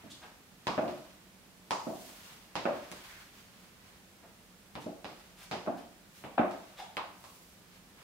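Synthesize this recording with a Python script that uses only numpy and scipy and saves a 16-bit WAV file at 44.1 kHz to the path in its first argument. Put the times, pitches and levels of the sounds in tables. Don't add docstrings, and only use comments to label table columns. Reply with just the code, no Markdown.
import sys
import numpy as np
from scipy import signal
from scipy.fft import rfft, irfft, next_fast_len
from scipy.io import wavfile
from scipy.ndimage import uniform_filter1d

SR = 44100
rng = np.random.default_rng(int(sys.argv[2]) if len(sys.argv) > 2 else 0)


def unload_audio(sound):
    columns = np.transpose(np.atleast_2d(sound))
    steps = np.round(np.clip(columns, -1, 1) * 32767)
    wavfile.write(sys.argv[1], SR, steps.astype(np.int16))


N = 354123

# f/Hz, correlation
COHERENCE = [(150, 0.89), (300, 0.76), (600, 0.69), (1100, 0.32), (2000, 0), (10000, 0)]
# f/Hz, relative spectral density/dB
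NOISE_SPECTRUM = [(15, -32), (26, -10), (40, -5), (56, -6.5), (100, -5.5), (150, -8.5), (190, -4),
                  (290, -8), (490, -10.5), (1040, -14.5), (2400, -16), (8000, -21.5), (15500, -25)]
# f/Hz, width/Hz, gain/dB
ROOM_MODES = [(38.7, 6.6, 4.6), (183.4, 33, 8.2)]
# f/Hz, relative spectral density/dB
CLOTH_SPECTRUM = [(100, -5), (400, -14), (1000, -3), (1800, 0), (3200, 1), (6000, -1.5), (10000, -5),
                  (15000, -5.5)]
# t/s of top speed, duration/s, level/dB, tilt/(dB per octave)
CLOTH_STROKES = [(.01, 0.32, -60.5, -6.5), (0.908, 0.34, -58, -3.5), (2.034, 0.34, -53.5, 1.5),
                 (2.256, 0.25, -54.5, -3), (2.766, 0.27, -52.5, -5), (3.087, .28, -52.5, -3),
                 (3.377, 0.1, -58.5, -2), (3.59, 0.23, -61.5, -3.5), (3.894, 0.14, -61, -4),
                 (5.195, 0.2, -60, -3.5), (6.19, 0.087, -57, 0), (6.62, 0.45, -60.5, -3.5),
                 (7.32, 0.29, -60, 3), (7.5, .13, -66, 5), (7.75, 0.065, -61.5, -3),
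                 (8.003, 0.072, -59.5, -5.5)]
# f/Hz, T60/s
REVERB_TIMES = [(100, 0.23), (250, 0.64), (650, 0.51), (1500, 0.54), (3500, 0.51), (7000, 0.65),
                (14000, 0.11)]
# delay/s, gain/dB
REFLECTIONS = [(.0052, -6), (0.0093, -5), (0.0174, -38), (0.0226, -19)]
# f/Hz, width/Hz, gain/dB
BOARD_MODES = [(141.5, 8.5, 6.5), (185, 20, 5.5), (227.6, 62, 8.5), (297.4, 24, 7), (342, 11, 0),
               (358.7, 9.2, 9.5), (432, 10, 0), (612, 40, 2), (645, 49, -0.5), (940, 13, -6), (1117, 24, 4),
               (1260, 65, 2), (1495, 10, 3.5)]
# f/Hz, left minus right/dB
STEP_BALANCE = [(120, -3), (270, -2), (560, 0.6), (1100, 0), (2300, -3.5), (5000, -1.5), (10000, 2.5)]
# t/s, level/dB, cutoff/Hz, thump/dB, knock/Hz, knock/dB, direct path/dB
SOLE_IMPACTS = [(.039, -17.5, 4290, 26.5, 636, 8, -3), (.778, 20.5, 1530, -3.5, 603, 7, 1.5),
                (.822, 6, 1088, 7.5, 600, 10, -6), (1.8685, 14.5, 830, 0, 656, 3.5, 3.5),
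                (2.091, -5, 2370, -4, 632, -1, 5), (2.654, 21.5, 1750, -6.5, 556, 9, 2),
                (4.862, 14.5, 620, -4, 584, 3, -1.5), (5.6625, 3, 1740, -11, 724, 5, 14),
                (5.6725, 18.5, 1130, -3.5, 690, 5, 2), (6.3772, 12.5, 1400, -9, 900, 11, -3),
                (6.3805, 23, 1820, -13, 746, 7, 5.5), (6.3925, 24.5, 1390, -10.5, 760, 6, 1),
                (6.396, 23, 560, 0, 385, 4, 8)]
# f/Hz, gain/dB
SOLE_SPECTRUM = [(60, -25), (110, -14), (180, -10), (300, -4.5), (450, -10), (650, -1), (1000, -11),
                 (1600, -11), (3000, -14), (8000, -27)]
# f/Hz, width/Hz, gain/dB (negative is a dip)
HOLLOW_MODES = [(1250, 130, 2), (1520, 200, 1), (2000, 470, -4.5), (2540, 330, 5), (3650, 300, 5)]
# t/s, duration/s, level/dB, centre/Hz, spread/octaves (narrow is a squeak)
SLIDES = [(0.099, 0.034, -48.5, 5570, 0.48), (0.094, 0.04, -51.5, 3440, 0.12),
          (0.214, 0.043, -45.5, 970, 1.07), (3.041, 0.17, -55, 1800, 0.26), (4.218, 0.049, -54, 770, 0.75),
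          (4.796, 0.05, -53, 3940, 0.85), (5.428, 0.014, -52, 8000, 1.2), (5.359, .11, -51.5, 3130, 1.1),
          (5.766, 0.037, -51.5, 2470, 1), (6.767, 0.056, -44.5, 1890, 1.03),
          (6.768, 0.042, -50, 3500, 0.089), (6.784, 0.034, -40.5, 780, 0.16)]
# t/s, level/dB, cutoff/Hz, thump/dB, knock/Hz, knock/dB, direct path/dB
HEEL_IMPACTS = [(.6695, 13.5, 5200, 0, 985, 9, 2), (.8795, -.5, 4800, 6.5, 900, 6.5, -1),
                (1.7077, 12.5, 7100, -7, 956, 14, 3.5), (2.5545, 11.5, 5430, -4.5, 890, 7, 1.5),
                (2.9158, 1, 10900, -1.5, 890, -2, 4), (4.7535, 2.5, 4140, 3.5, 900, 5.5, 2.5),
                (5.0448, 3.5, 4800, 0, 756, 5, -0.5), (5.5128, 10, 5240, 0, 785, 6.5, -1.5),
                (6.2385, 1.5, 3160, 4, 800, 5, -2), (6.511, -4.5, 7000, -25, 900, 2, 3),
                (6.9688, 13.5, 3600, -16, 1000, 6.5, 6), (7.24, -7, 9500, -11, 1050, 10, 0)]
# f/Hz, gain/dB
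HEEL_SPECTRUM = [(60, -14.5), (120, -5), (250, -9), (500, -2.5), (900, -4), (1500, -9.5), (2600, -10),
                 (5000, -15), (9000, -16.5), (15000, -19.5)]
# f/Hz, width/Hz, gain/dB
STEM_MODES = [(2300, 250, 0.5), (2670, 330, 0), (3920, 380, 0.5), (4960, 500, 3.5)]


def amplitude(db):
    return 10 ** (np.asarray(db) / 20)


def unit_rms(x):
    return x / np.sqrt(np.mean(x ** 2) + 1e-20)


def curve(points, hz):
    f, value = np.transpose(points)
    return np.interp(np.log(hz + 1), np.log(f + 1), value)


def frequencies(x):
    return np.fft.rfftfreq(x.shape[-1], 1 / SR)


def resonance_db(modes, hz):
    return sum(db / (1 + (2 * (hz - f) / width) ** 2) for f, width, db in modes)


def add(mix, start_s, sound):
    part = mix[:, max(round(start_s * SR), 0):][:, :sound.shape[1]]
    part += sound[:, :part.shape[1]]


def minimum_phase(x, db):
    size = x.shape[-1]
    log_gain = np.log(amplitude(np.maximum(db, db.max() - 90)))
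    cepstrum = irfft(log_gain, size)
    cepstrum[1:size // 2] *= 2
    cepstrum[size // 2 + 1:] = 0
    return irfft(rfft(x) * np.exp(rfft(cepstrum)), size)


def whitened(x, bands_per_octave=5):
    hz = frequencies(x)
    band = np.round(bands_per_octave * np.log2(1 + hz / 200)).astype(int)
    count = np.bincount(band)
    power = np.bincount(band, (abs(rfft(x)) ** 2).mean(0)) / count
    centre_hz = np.bincount(band, hz) / count
    return minimum_phase(x, -10 * np.log10(np.interp(hz, centre_hz, power)))


def diffuse_noise(size):
    noise = rng.standard_normal((2, size))
    left, independent = rfft(noise)
    coherence = curve(COHERENCE, frequencies(noise))
    right = coherence * left + np.sqrt(1 - coherence ** 2) * independent
    return irfft(np.array([left, right]), size)


def room_noise(level_db=-58.5, side_db=1.0):
    noise = diffuse_noise(next_fast_len(N, True))
    hz = frequencies(noise)
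    spectrum = amplitude(curve(NOISE_SPECTRUM, hz) + resonance_db(ROOM_MODES, hz))
    air = irfft(rfft(noise) * spectrum)[:, :N]
    return amplitude(level_db) * unit_rms(air) * amplitude([[-side_db], [side_db]])


def fibre_power(hz, level_db, tilt_db):
    octaves = np.log2(np.clip(hz, 1000, 9000) / 4000)
    shape = unit_rms(amplitude(curve(CLOTH_SPECTRUM, hz) + octaves * tilt_db))
    return (amplitude(level_db) * shape[:, None]) ** 2


def cloth_rustle(patch_db=0.8, flutter_db=1.0, side_db=0.46, rise_share=0.46):
    hz, t, spectra = signal.stft(diffuse_noise(N), SR, nperseg=512)
    power = fibre_power(hz, level_db=-71, tilt_db=-5.5)
    for peak_s, duration_s, level_db, tilt_db in CLOTH_STROKES:
        slope_s = duration_s * np.where(t < peak_s, rise_share, 1 - rise_share)
        swell = np.exp(-(abs(t - peak_s) / slope_s) ** 1.8)
        power = power + fibre_power(hz, level_db, tilt_db) * swell
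    patches = uniform_filter1d(rng.standard_normal(spectra.shape), size=9, axis=0)
    patches = unit_rms(uniform_filter1d(patches, size=7, axis=1))
    flutter = unit_rms(uniform_filter1d(rng.standard_normal(len(t)), size=4))
    spectra = spectra * np.sqrt(power) * amplitude(patch_db * patches + flutter_db * flutter)
    return signal.istft(spectra, SR, nperseg=512)[1][:, :N] * amplitude([[-side_db], [side_db]])


def reverberation(build_s, early_db, early_s, size=32768):
    hz, frame_s, spectra = signal.stft(diffuse_noise(size), SR, nperseg=256)
    decay = amplitude(-60 * frame_s / curve(REVERB_TIMES, hz)[:, None])
    tail = signal.istft(spectra * decay, SR, nperseg=256)[1][:, :size]
    t = np.arange(size) / SR
    tail = tail * (1 - np.exp(-t / build_s)) * amplitude(early_db * np.exp(-t / early_s))
    return tail / np.sqrt((tail ** 2).sum(1).mean())


def contact_chatter(contact_s, low_cut_hz, side_db=-0.5, wander=0.06, size=512):
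    t = np.arange(size) / SR
    burst = diffuse_noise(size) * (t / contact_s) * np.exp(-t / contact_s)
    burst = signal.lfilter(*signal.butter(1, low_cut_hz, "high", fs=SR), burst)
    burst = burst / np.sqrt((burst ** 2).sum(1).mean())
    out = np.zeros((2, 4 * size))
    add(out, 0, burst * amplitude([[-side_db], [side_db]]))
    for delay_s, db in REFLECTIONS:
        add(out, delay_s * (1 + wander * rng.uniform(-1, 1)), amplitude(db) * burst)
    return out


def board_flex(flex_s, size=2048):
    phase = np.arange(size) / SR / flex_s
    swing = phase * (2 - phase) * np.exp(-phase)
    return np.tile(swing / np.linalg.norm(swing), (2, 1))


def impacts(rows, spectrum, shoe_modes, flex_db, flex_s, chatter_db, contact_s, low_cut_hz,
            room, knock_width_ratio, rolloff_order, tick_db):
    out = np.zeros((2, N))
    for start_s, level_db, cutoff_hz, thump_db, knock_hz, knock_db, direct_db in rows:
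        response = reverberation(**room)
        chatter = amplitude(chatter_db) * contact_chatter(contact_s, low_cut_hz)
        flex = amplitude(flex_db) * board_flex(flex_s)
        add(response, 0, amplitude(direct_db) * (chatter + flex))
        hz = frequencies(response)
        knock = (knock_hz, knock_width_ratio * knock_hz, knock_db)
        ring_db = resonance_db([*BOARD_MODES, *shoe_modes, knock], hz)
        rolloff = (1 + (hz / cutoff_hz) ** (2 * rolloff_order)) ** -0.5
        contact_db = 20 * np.log10(rolloff + amplitude(tick_db))
        force_db = level_db + thump_db / (1 + (hz / 400) ** 2) + contact_db
        left, right = minimum_phase(whitened(response), curve(spectrum, hz) + ring_db + force_db)
        pan_db = curve(STEP_BALANCE, hz) / 2
        add(out, start_s, np.array([minimum_phase(left, pan_db), minimum_phase(right, -pan_db)]))
    return out


def sole_clops():
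    return impacts(SOLE_IMPACTS, SOLE_SPECTRUM, HOLLOW_MODES, flex_db=-21.5, flex_s=0.00078,
                   chatter_db=-5.0, contact_s=0.00074, low_cut_hz=181,
                   room=dict(build_s=0.0015, early_db=1.0, early_s=0.013),
                   knock_width_ratio=0.4, rolloff_order=2.85, tick_db=-53)


def shoe_scuffs(grain_db=5, direct_db=-2, size=16384):
    out = np.zeros((2, N))
    t = np.arange(size) / SR
    for start_s, duration_s, level_db, centre_hz, spread in SLIDES:
        envelope = np.sin(np.pi * np.minimum(t / duration_s, 1))
        slips = unit_rms(rng.standard_normal(size) * amplitude(grain_db * rng.standard_normal(size)))
        hz = frequencies(slips) + 1
        band = np.exp(-(np.log2(hz / centre_hz) / spread / 2) ** 2)
        spectrum = unit_rms(band / np.sqrt(hz + 200))
        rub = minimum_phase(slips * envelope, 20 * np.log10(spectrum + 1e-9))
        response = reverberation(build_s=0.0037, early_db=1, early_s=0.034)
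        response[:, 0] += amplitude(direct_db)
        scuff = signal.fftconvolve(rub[None], whitened(response), axes=1)
        add(out, start_s, amplitude(level_db) * scuff)
    return out


def heel_clicks():
    return impacts(HEEL_IMPACTS, HEEL_SPECTRUM, STEM_MODES, flex_db=-23, flex_s=0.00097,
                   chatter_db=-4.5, contact_s=0.00057, low_cut_hz=455,
                   room=dict(build_s=0.0054, early_db=3.5, early_s=0.027),
                   knock_width_ratio=0.38, rolloff_order=4.05, tick_db=-23.5)


def scene():
    return heel_clicks() + sole_clops() + shoe_scuffs() + cloth_rustle() + room_noise()


def record(dry, low_cut_hz=33, high_cut_hz=15800):
    high_pass = signal.butter(4, low_cut_hz, "high", fs=SR, output="sos")
    low_pass = signal.firwin(511, high_cut_hz, window=("kaiser", 9), fs=SR)
    return signal.oaconvolve(signal.sosfilt(high_pass, dry), low_pass[None], "same")


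dry = scene()
out = record(dry)
unload_audio(out)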